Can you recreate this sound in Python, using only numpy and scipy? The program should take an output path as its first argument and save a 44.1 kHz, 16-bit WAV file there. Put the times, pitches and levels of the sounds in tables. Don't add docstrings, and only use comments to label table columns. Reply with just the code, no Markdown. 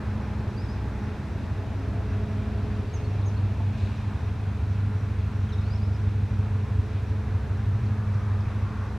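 import sys
import numpy as np
from scipy import signal
from scipy.fft import rfft, irfft, next_fast_len
from scipy.io import wavfile

SR = 44100
rng = np.random.default_rng(int(sys.argv[2]) if len(sys.argv) > 2 else 0)


def pcm_store(signal):
    levels = np.round(np.clip(np.atleast_2d(signal), -1, 1) * 32767)
    wavfile.write(sys.argv[1], SR, levels.astype(np.int16).T)


N = 396018


def from_db(db):
    return 10 ** (np.asarray(db) / 20)


def rms_one(x):
    return x / np.sqrt(np.mean(x ** 2) + 1e-20)


def seconds():
    return np.arange(N) / SR


def in_time(rows):
    times, *columns = np.transpose(rows)
    return [np.interp(seconds(), times, column) for column in columns]


def gain_at(points, hz):
    freq_hz, gain_db = np.transpose(points)
    return from_db(np.interp(np.log(hz + 1), np.log(freq_hz), gain_db))


def drift(rate_hz):
    hop, run_in = 100, 2000
    pole = np.exp(-2 * np.pi * rate_hz * hop / SR)
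    noise = rng.standard_normal(N // hop + run_in + 2)
    slow = signal.lfilter([1], [1, -2 * pole, pole * pole], noise)[run_in:]
    return np.interp(np.arange(N) / hop, np.arange(len(slow)), rms_one(slow))


def air_noise(colour):
    # freq_hz, side_minus_mid_db
    spread = [(30, -33), (90, -21), (160, -15.5), (300, -10), (700, -15), (1400, -15.5), (2800, -11),
              (5000, -7.5), (9000, -5), (11000, -35)]
    size = next_fast_len(N, True)
    hz = np.arange(size // 2 + 1) * SR / size
    high_cut = 1 / (1 + (hz / (1.2 * colour[-1][0])) ** 8)
    low_cut = 1 / (1 + (colour[0][0] / (hz + 1)) ** 4)
    mid, side = rfft(rng.standard_normal((2, size))) * gain_at(colour, hz) * high_cut * low_cut
    side = side * gain_at(spread, hz)
    return rms_one(irfft(np.array([mid + side, mid - side]), size)[:, :N])


def shimmering(level_db, colour, shimmer_db=0.74):
    return from_db(level_db + shimmer_db * drift(5.3)) * air_noise(colour)


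def hum(hz, width_hz, evenness=0.44):
    sway = drift(width_hz) + 1j * drift(width_hz)
    ringing = np.real(sway * np.exp(2j * np.pi * hz * seconds()))
    return rms_one(ringing / (np.abs(sway) + 0.18) ** evenness)


def bushes(dry, t60_s=0.5, tail_db=-5, bank_s=.021, bank_db=-11):
    t = np.arange(SR // 2) / SR
    tail = rng.standard_normal((2, len(t))) * from_db(-60 * t / t60_s)
    tail = from_db(tail_db) * tail / np.sqrt(np.sum(tail ** 2, axis=1, keepdims=True))
    tail[:, int(bank_s * SR)] += from_db(bank_db)
    return dry + signal.fftconvolve(dry[None], tail, axes=1)[:, :N]


def insect(pitch_hz=5700, width_hz=260, pulses_per_s=3.1, level_db=-72.0):
    pulse = np.sin(np.pi * (pulses_per_s * seconds() + 0.26 * drift(0.84))) ** 2
    return from_db(level_db) * pulse * hum(pitch_hz, width_hz, evenness=0)


def bird_notes(rise_hz_per_s=10000, whistle_s=.048, pip_hz=4300, pip_s=0.021, pip_after_s=.112):
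    # start_s, length_s, start_hz, level_db
    slurs = [(0.563, .095, 4480, -55.3), (.682, .064, 4720, -56), (5.635, 0.065, 4050, -60),
             (5.701, 0.072, 4650, -52.5), (5.775, 0.035, 4330, -60), (5.815, .062, 4770, -57.5)]
    # start_s, length_s, start_hz, end_hz, level_db
    chips = [(2.895, .02, 5000, 4100, -57.5), (3.213, 0.026, 4550, 3300, -52),
             (5.485, 0.028, 3450, 2770, -54), (5.49, .022, 6650, 6000, -60),
             (5.519, 0.033, 4100, 3200, -50.3), (5.526, 0.024, 5700, 5050, -56.5),
             (5.579, .022, 4050, 3450, -55), (5.608, 0.022, 5300, 4900, -59),
             (5.935, .035, 5270, 4950, -59), (7.86, .02, 5000, 3520, -59), (8.14, .026, 6400, 3450, -59.5),
             (8.399, 0.038, 6400, 2600, -58.5), (8.45, 0.026, 2600, 2100, -53)]
    # start_s, level_db
    calls = [(2.933, -52), (3.254, -52.2)]
    whistle_hz = (6000, 6560, 6250, 5650, 4550)
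    climb = np.array([0, .62, 1])
    notes = []
    for start_s, length_s, start_hz, db in slurs:
        notes.append((start_s, length_s, start_hz + rise_hz_per_s * length_s * climb, db))
    for start_s, length_s, start_hz, end_hz, db in chips:
        notes.append((start_s, length_s, (start_hz, np.sqrt(start_hz * end_hz), end_hz), db))
    for start_s, db in calls:
        notes.append((start_s, whistle_s, whistle_hz, db))
        notes.append((start_s + pip_after_s, pip_s, (pip_hz,) * 3, db - 0.5))
    return notes


def birds(warble=.011, rasp_db=2.6, edge_s=.006):
    out = np.zeros(N)
    unsteady = 1 + warble * drift(150)
    for start_s, length_s, pitches_hz, level_db in bird_notes():
        progress = np.linspace(0, 1, int(length_s * SR))
        start = int(start_s * SR)
        span = slice(start, start + len(progress))
        bend = np.polyfit(np.linspace(0, 1, len(pitches_hz)), pitches_hz, len(pitches_hz) - 1)
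        hz = np.polyval(bend, progress) * unsteady[span]
        edges = np.minimum(np.minimum(progress, 1 - progress) * length_s / edge_s, 1)
        swell = edges * (1 + np.sin(np.pi * np.sqrt(progress))) / 2
        out[span] += from_db(level_db) * swell * np.sin(2 * np.pi * np.cumsum(hz) / SR)
    return out * from_db(rasp_db * drift(90))


def noise_bed(rumble_db=-34.0, hiss_db=-60.5):
    # freq_hz, gain_db
    rumble = [(15, -33), (25, -19), (38, -4), (50, -1.5), (69, 6.5), (84, 6), (105, 1), (135, -2),
              (170, -7), (230, -13), (330, -35.5)]
    hiss = [(1800, -3.5), (3000, -2.5), (3600, -1), (4100, -2), (4500, -3.5), (5700, -7), (6300, -7),
            (7000, -11), (8500, -13.5), (10000, -16.5), (12500, -20), (15600, -26.5)]
    return from_db(rumble_db) * air_noise(rumble) + from_db(hiss_db) * air_noise(hiss)


def flank_hiss(facing, level_db=-69, head_on_db=-13):
    # freq_hz, gain_db
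    colour = [(3600, -20), (4200, -1), (4900, 0), (5700, -5.5), (6500, -13)]
    return shimmering(level_db + head_on_db * facing, colour)


def turbocharger():
    # time_s, level_db
    level = [(0, -57.5), (2, -56.5), (2.9, -55.5), (4.5, -57), (6, -57), (8.98, -59)]
    # freq_hz, gain_db
    colour = [(1700, -29.5), (2100, -1.5), (2400, 2.5), (2650, 0.5), (2950, -7), (3300, -7), (3700, -8.5),
              (4100, -9.5), (4500, -18.5)]
    return shimmering(in_time(level)[0], colour)


def wheels():
    # time_s, level_db
    level = [(0, -46), (2.2, -48), (6.1, -49.5), (8.98, -46.5)]
    # freq_hz, gain_db
    colour = [(550, -27), (800, -1), (1000, 0.5), (1170, -2), (1400, -2.5), (1650, -3.5), (2050, -8.5),
              (2500, -18), (3000, -25), (6000, -50)]
    return shimmering(in_time(level)[0], colour)


def air_valve(start_s=3.76, level_db=-53.3, attack_s=0.018, hold_s=0.077, fall_db_per_s=32):
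    # freq_hz, gain_db
    colour = [(1800, -15), (2500, 14), (3100, 2), (3900, 5), (4600, -2), (6300, -9), (8500, -14),
              (10000, -25), (14000, -33)]
    age = seconds() - start_s
    opening = np.clip(age / attack_s, 0, 1)
    released_s = np.maximum(age - attack_s - hold_s, 0)
    return opening * from_db(level_db - fall_db_per_s * released_s) * air_noise(colour)


def clank(start_s=3.602, level_db=-38.5):
    # pitch_hz, gain_db, t60_s
    modes = [(885, -1, 0.11), (1070, -4, .09), (686, 1, .1), (1790, -13, .06)]
    age = np.maximum(seconds() - start_s, 0)
    return sum(from_db(level_db + gain_db - 60 * age / t60_s) * np.sin(2 * np.pi * pitch_hz * age)
               for pitch_hz, gain_db, t60_s in modes)


def gear_whine(wander=0.00505, flutter_db=2.0):
    # time_s, pitch_hz, level_db
    whine = [(0, 420, -70.5), (4.5, 427, -60), (5.6, 428, -56), (6.4, 431, -53), (7.3, 434, -50.5),
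             (7.8, 435, -61.5)]
    pitch_hz, level_db = in_time(whine)
    phase = 2 * np.pi * np.cumsum(pitch_hz * (1 + wander * drift(6))) / SR
    return np.sqrt(2) * from_db(level_db + flutter_db * drift(6.1)) * np.sin(phase)


def machine_hums():
    # pitch_hz, width_hz, level_db, loudest_s, half_length_s
    hums = [(64.3, 3.6, -42, 1.9, 1.2), (95, 1.14, -34.5, 7.3, 6.1), (111.9, 2.5, -41, 2.1, 3.1),
            (195.2, 1.2, -46.5, 1.5, 4.5), (151.8, 1.3, -51.5, 5.6, 2.6), (271.3, 3, -49, 2.2, 1.2),
            (321, 18, -58, 6.3, 1.4), (280, 18, -53, 4.7, 1.3), (165.5, 21, -48, 0.6, 0.62),
            (347, 25, -52.5, 0.6, 0.97), (636.5, 11, -56.5, 2.2, 2.1), (673, 23, -53, 2.3, 0.42),
            (847, 9, -54.5, 0.73, 1.2), (761, 140, -56.5, 4.45, .35), (927, 220, -55, 3.5, 0.37),
            (1230, 45, -55, 8.15, 0.25), (1094, 300, -55, 8.45, .5), (1080, 100, -49.5, 8.7, 0.14),
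            (990, 10, -63.5, 5.8, 1.6), (1401, 32, -61, 5.4, 1.1), (1385, 20, -58, 8.75, .2)]
    out = 0
    for pitch_hz, width_hz, level_db, loudest_s, half_length_s in hums:
        swell = np.exp(-.5 * ((seconds() - loudest_s) / half_length_s) ** 2)
        out = out + from_db(level_db) * swell * hum(pitch_hz, width_hz)
    return out


def fan_air(facing, level_db=-48.5, head_on_db=-3):
    # freq_hz, gain_db
    colour = [(300, -25), (450, 3.5), (550, -1), (700, -0.5), (850, -4.5), (1200, -19.5)]
    return shimmering(level_db + head_on_db * facing, colour)


def cooling_fan(blade_hz=210.66, wander=0.003, flutter_db=2.2, blade_trim_db=-0.6, octave_trim_db=-1.5):
    # time_s, level_db
    blade_level = [(0.0, -38.5), (0.35, -36), (0.65, -43), (1.1, -43.5), (1.6, -50), (2.4, -36), (2.8, -39),
                   (3.05, -51), (3.8, -39.5), (4.6, -43.5), (6.2, -39), (7, -43.5), (8.1, -40.5),
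                   (9.0, -42)]
    octave_level = [(0.0, -55), (1.0, -52), (2.8, -46), (3.4, -52), (3.6, -60), (5.0, -54.5), (9.0, -53.5)]
    phase = 2 * np.pi * np.cumsum(blade_hz * (1 + wander * drift(2.63))) / SR
    blade = from_db(in_time(blade_level)[0] + blade_trim_db + flutter_db * drift(5.7))
    octave = from_db(in_time(octave_level)[0] + octave_trim_db + flutter_db * drift(5.1))
    return np.sqrt(2) * (blade * np.sin(phase) + octave * np.sin(2 * phase))


def exhaust_gas():
    # time_s, level_db
    level = [(0, -42), (1, -44.5), (1.7, -42.5), (3.4, -43), (4.1, -45), (4.8, -46.5), (7.3, -45.5),
             (8.98, -46)]
    # freq_hz, gain_db
    colour = [(130, -31), (200, 0.5), (260, -0.5), (320, -3.5), (355, -7.5), (400, -4), (470, -14.5),
              (650, -19.5)]
    return shimmering(in_time(level)[0], colour)


def exhaust_throb(facing, crank_hz=12.505, firing_order=8, waver_db=1.5,
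                  hunt_turns=0.006, scatter_cycles=0.027, odd_lag_cycles=.135):
    # time_s, level_db
    firing = [(0.0, -33.5), (0.35, -35.5), (0.85, -42), (1.3, -41.5), (2.15, -29.5), (2.95, -34),
              (3.25, -24.5), (4.25, -33), (4.8, -26), (5.3, -29.5), (5.95, -26.5), (6.5, -26.5),
              (6.9, -30.5), (7.8, -29), (8.2, -25.5), (8.6, -29), (9.0, -37.5)]
    above_firing = [(0, -43.5), (5.1, -47.5), (5.6, -51), (6, -39), (6.9, -37), (7.3, -42.5), (7.75, -30.5),
                    (9, -43.5)]
    # crank_multiple, level_db, head_on_change_db
    orders = [(4, -57, 3.5), (5, -42.5, 0), (6, -40, 5), (7, -42, -0.5), (10, -44, 5.5), (11, -60, -2),
              (12, -58.5, -2), (18, -61.5, 6), (20, -62, 6)]
    crank_turns = crank_hz * seconds() + hunt_turns * drift(0.51)

    def harmonic(multiple, level_db):
        cycles = multiple * crank_turns - odd_lag_cycles * (multiple % 2) + scatter_cycles * drift(0.93)
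        return np.sqrt(2) * from_db(level_db) * np.cos(2 * np.pi * cycles)

    out = harmonic(firing_order, in_time(firing)[0])
    out += harmonic(firing_order + 1, in_time(above_firing)[0])
    for multiple, level_db, head_on_db in orders:
        out += harmonic(multiple, level_db + head_on_db * facing + waver_db * drift(0.78))
    return out


def scene():
    # time_s, head_on (0 to 1)
    heading = [(0, 0), (2.7, 0.07), (4.5, 0.9), (6.0, 0.95), (8.98, 0.27)]
    facing, = in_time(heading)
    tones = exhaust_throb(facing) + cooling_fan() + machine_hums() + gear_whine() + clank()
    noises = noise_bed() + exhaust_gas() + turbocharger() + wheels()
    noises += fan_air(facing) + flank_hiss(facing)
    slightly_right = from_db([[-.2], [.2]])
    return tones * slightly_right + noises + air_valve() + bushes(birds() + insect())


def record(dry, fade_s=.004, cutoff_hz=15650):
    fade = np.clip(np.minimum(seconds(), seconds()[::-1]) / fade_s, 0, 1)
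    high_cut = signal.ellip(10, .1, 80, cutoff_hz, fs=SR, output="sos")
    return signal.sosfilt(high_cut, dry * fade)


dry = scene()
out = record(dry)
pcm_store(out)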